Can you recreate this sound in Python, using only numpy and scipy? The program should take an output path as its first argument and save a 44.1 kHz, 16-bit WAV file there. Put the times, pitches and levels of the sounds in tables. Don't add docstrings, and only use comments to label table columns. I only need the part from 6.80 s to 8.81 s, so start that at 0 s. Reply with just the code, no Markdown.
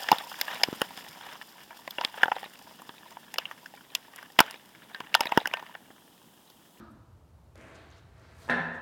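import sys
import numpy as np
from scipy import signal
from scipy.fft import rfft, irfft, next_fast_len
from scipy.io import wavfile

SR = 44100
rng = np.random.default_rng(int(sys.argv[2]) if len(sys.argv) > 2 else 0)


def level_to_linear(level):
    exponent = np.asarray(level, float) / 20
    return 10 ** exponent


def unload_audio(sound):
    columns = np.transpose(np.atleast_2d(sound))
    steps = np.round(np.clip(columns, -1, 1) * 32767)
    wavfile.write(sys.argv[1], SR, steps.astype(np.int16))


N = 88685


def unit(x):
    return x / np.sqrt(np.mean(x ** 2) + 1e-20)


def along(points, hz):
    f, value = np.transpose(points)
    return np.interp(np.log(hz + 1), np.log(f + 1), value)


def filtered(x, response):
    size = next_fast_len(N + SR // 2)
    spectrum = rfft(x, size) * response(np.fft.rfftfreq(size, 1 / SR))
    return irfft(spectrum, size)[:N]


def noise(response):
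    return unit(filtered(rng.standard_normal(N), response))


def grainy(grain_db):
    grains_per_s = 900
    knots = np.minimum(rng.exponential(size=int(N * 1000 / SR) + 4), 3)
    flicker = np.interp(np.arange(N) * grains_per_s / SR, np.arange(len(knots)), knots)
    return unit(rng.standard_normal(N) * level_to_linear(grain_db * flicker))


def ring(modes, t):
    out = np.zeros(len(t))
    for hz, db, t60 in modes:
        level = level_to_linear(db + 2 * rng.normal() - 60 * t / t60)
        out += rng.choice([-1, 1]) * level * np.sin(2 * np.pi * hz * t)
    return out


def add(track, s, sound):
    part = track[round(s * SR):][:len(sound)]
    part += sound[:len(part)]


# (frequency [Hz], t60 [s])
ROOM_DECAY = [(150, 0.82), (500, 0.99), (1200, 1), (3000, 0.81), (6000, 0.75), (12000, 0.28)]
# (frequency [Hz], level [dB])
WALL_RETURN = [(200, -3), (1500, -1), (4000, -3.5), (6000, -8.5), (12000, -6)]


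def room(x):
    wall_rise_s = 0.0029
    hz, t, z = signal.stft(rng.standard_normal(SR), SR, nperseg=256)
    level = along(WALL_RETURN, hz)[:, None] - 60 * t / along(ROOM_DECAY, hz)[:, None]
    tail = signal.istft(z * level_to_linear(level), SR, nperseg=256)[1]
    tail = tail * (1 - np.exp(-np.arange(len(tail)) / SR / wall_rise_s))
    return signal.fftconvolve(x, tail / np.linalg.norm(tail))[:len(x)]


# (frequency [Hz], density [dB per Hz])
AIR_COLOUR = [(20, -37), (60, 1.5), (115, 0), (190, -8), (400, -15.5), (900, -16.5), (2000, -31.5),
              (15500, -42)]
# (frequency [Hz], width [Hz], level [dB])
HUM_BANDS = [(65.6, 17, -66), (86, 6.2, -63), (116.7, 12, -66.5)]


def air():
    out = level_to_linear(-58.5) * noise(lambda f: level_to_linear(along(AIR_COLOUR, f)))
    for hz, width, db in HUM_BANDS:
        out = out + level_to_linear(db) * noise(lambda f: np.exp(-((f - hz) / width) ** 2))
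    return out


# (frequency [Hz], level [dB], t60 [s])
EARLIER_MODES = [(217.7, 1, 0.1), (339.6, -3, 0.1), (657, -2, 0.014), (950, -4.5, 0.022), (1270, -1, 0.026),
                 (1720, -2.5, 0.0061), (2540, -16, 0.0046), (4000, 8, 0.001)]


def earlier_knock():
    level_db, ago_s = -36, 0.12
    t = np.arange(N + SR // 2) / SR
    tail = room(ring(EARLIER_MODES, t))
    return level_to_linear(level_db) * tail[round(ago_s * SR):][:N]


# (time [s], level [dB])
FOOT_EFFORT = [(0.745, -77), (0.755, -58.5), (0.871, -53), (1.203, -66.5), (1.211, -77.5), (1.377, -64.5),
               (1.381, -62), (1.549, -62), (1.675, -57.5)]
# (frequency [Hz], density [dB per Hz])
SOLE_COLOUR = [(100, -29), (160, -2.5), (300, 1.5), (700, -6), (2000, -6), (4500, -25.5), (9000, -26),
               (15600, -51)]
# (frequency [Hz], width [Hz], level [dB])
SOLE_RESONANCES = [(648, 43, 4), (990, 30, -11)]


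def feet():
    def sole(f):
        rings = sum(level_to_linear(db) * np.exp(-((f - hz) / width) ** 2) for hz, width, db in SOLE_RESONANCES)
        return level_to_linear(along(SOLE_COLOUR, f)) * (1 + rings)

    s, db = np.transpose(FOOT_EFFORT)
    effort_db = np.interp(np.arange(N) / SR, s, db, left=-120, right=-120)
    return level_to_linear(effort_db - 1) * unit(filtered(grainy(grain_db=2), sole))


# (time [s], length [s], level [dB], centre frequency [Hz], grain [dB])
CLOTH_RUSTLES = [(.115, 0.0082, -74, 9500, 1), (0.823, 0.023, -62, 2040, 0), (0.816, 0.017, -73, 6600, -4),
                 (.957, .008, -63.5, 5600, -1), (0.976, 0.052, -67.5, 3460, -9),
                 (1.139, .04, -67, 3450, 4.5), (1.178, .02, -72, 5500, 6), (1.39, .02, -80, 6500, 12),
                 (1.47, 0.082, -71, 4000, 1), (1.59, .01, -71.5, 7000, 5), (1.64, .035, -63, 4000, 2),
                 (1.645, 0.065, -67, 7400, 4.5), (1.63, .04, -71.5, 13400, -4),
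                 (1.955, .015, -69.5, 6000, 1.5)]


def clothes():
    octaves = 0.46
    out, t = np.zeros(N), np.arange(N) / SR
    for s, length, db, hz, grain_db in CLOTH_RUSTLES:
        rub = unit(filtered(grainy(grain_db), lambda f: np.exp(-(np.log2((f + 1) / hz) / octaves) ** 2 / 2)))
        out += level_to_linear(db) * np.exp(-((t - s) / length) ** 2 / 2) * rub
    return out


# (time [s], level [dB])
SEAM_SLIPS = [
    (1.104, -53),
    (1.110, -55),
    (1.113, -54),
    (1.115, -50),
]


def seam_creak():
    hz, t60_s = 6300, 0.003
    out, t = np.zeros(N), np.arange(400) / SR
    for s, db in SEAM_SLIPS:
        add(out, s, ring([(hz, db, t60_s), (hz * 1.3, db - 19, t60_s)], t))
    return out


# (time [s], peak level [dB])
JOINT_CLICKS = [
    (.7562, -46.5),
    (.7781, -48.5),
    (.8111, -49),
]


def joints():
    body_hz, body_db, body_t60_s = 575, 2, 0.03
    snap_t60_s, snap_top_hz = 0.0105, 8800
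    out, t = np.zeros(N), np.arange(2000) / SR
    for s, db in JOINT_CLICKS:
        snap = filtered(rng.standard_normal(N), lambda f: 1 / (1 + (f / snap_top_hz) ** 4))[:len(t)]
        body = ring([(body_hz, db + body_db, body_t60_s)], t)
        add(out, s, level_to_linear(db - 60 * t / snap_t60_s) * snap + body)
    return out


def movement():
    out = feet() + clothes() + seam_creak() + joints()
    return out + level_to_linear(-5) * room(out)


# (frequency [Hz], level [dB], t60 [s])
TRUNK_MODES = [(164.85, -35.5, 0.76), (188.5, -36, 0.36), (239.2, -36, .3), (352, -44, .08),
               (536, -45, 0.09)]


def trunk(t):
    rise_s = 0.004
    return ring(TRUNK_MODES, t) * (1 - np.exp(-t / rise_s))


def metal_ping(t):
    hz, width_hz = 8890, 300
    level_db, t60_s, rise_s = -45, 0.022, 0.008
    metal = noise(lambda f: np.exp(-((f - hz) / width_hz) ** 2))[:len(t)]
    return metal * 4 * level_to_linear(level_db - 60 * t / t60_s) * (1 - np.exp(-t / rise_s)) ** 2


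# (frequency [Hz], density [dB per Hz])
CLATTER_COLOUR = [(150, -81), (300, 2.5), (1000, -9), (2800, -6), (4400, -15.5), (6500, -26.5), (9500, -30),
                  (15500, -44)]


def clatter(t):
    level_db, t60_s, rise_s = -22.5, 0.056, 0.0048
    wood = unit(filtered(grainy(grain_db=3.5), lambda f: level_to_linear(along(CLATTER_COLOUR, f))))[:len(t)]
    return wood * level_to_linear(level_db - 60 * t / t60_s) * (1 - np.exp(-t / rise_s))


# (time [s], strength [dB], contact length [ms])
BLOW_CONTACTS = [
    (1.68, -35, .6),
    (1.685, -35.5, .5),
    (1.689, -31, 0.22),
    (1.697, -19, 0.27),
    (1.704, -20.5, 0.35),
    (1.95, -33.5, 0.52),
]
# (frequency [Hz], level [dB], t60 [s])
WOOD_MODES = [(707, 2, 0.017), (760, -8.5, 0.035), (876, -4.5, 0.035), (950, -0.5, 0.015),
              (1044, 1.5, 0.024), (1269, -2, 0.036), (1457, -4.5, 0.064), (1676, 0.5, 0.019),
              (1741, 4, 0.047), (1825, 5, 0.04), (2076, -4, 0.03), (2590, 3.5, 0.01), (2730, -29, 0.025),
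              (3260, -10, 0.038)]


def contacts(t):
    out = np.zeros(N)
    for s, db, ms in BLOW_CONTACTS:
        width = SR * ms / 1000 / 3
        push = np.exp(-(np.arange(-60, 61) / width) ** 2 / 2)
        blow = signal.fftconvolve(ring(WOOD_MODES, t), push / push.sum())
        add(out, s, level_to_linear(db - 6) * blow[50:])
    return out


def strike():
    low_cut_hz = 120
    t = np.arange(SR // 2) / SR
    out = contacts(t)
    add(out, 1.6965, clatter(t))
    add(out, 1.705, metal_ping(t))
    add(out, 1.693, trunk(t))
    return filtered(out + level_to_linear(0.5) * room(out), lambda f: (1j * f / (low_cut_hz + 1j * f)) ** 3)


def scene():
    return (air() + earlier_knock() + movement() + strike())[None]


def low_pass(x):
    return signal.sosfilt(signal.butter(12, 15640, fs=SR, output="sos"), x)


def record(dry):
    return low_pass(dry)


dry = scene()
out = record(dry)
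unload_audio(out)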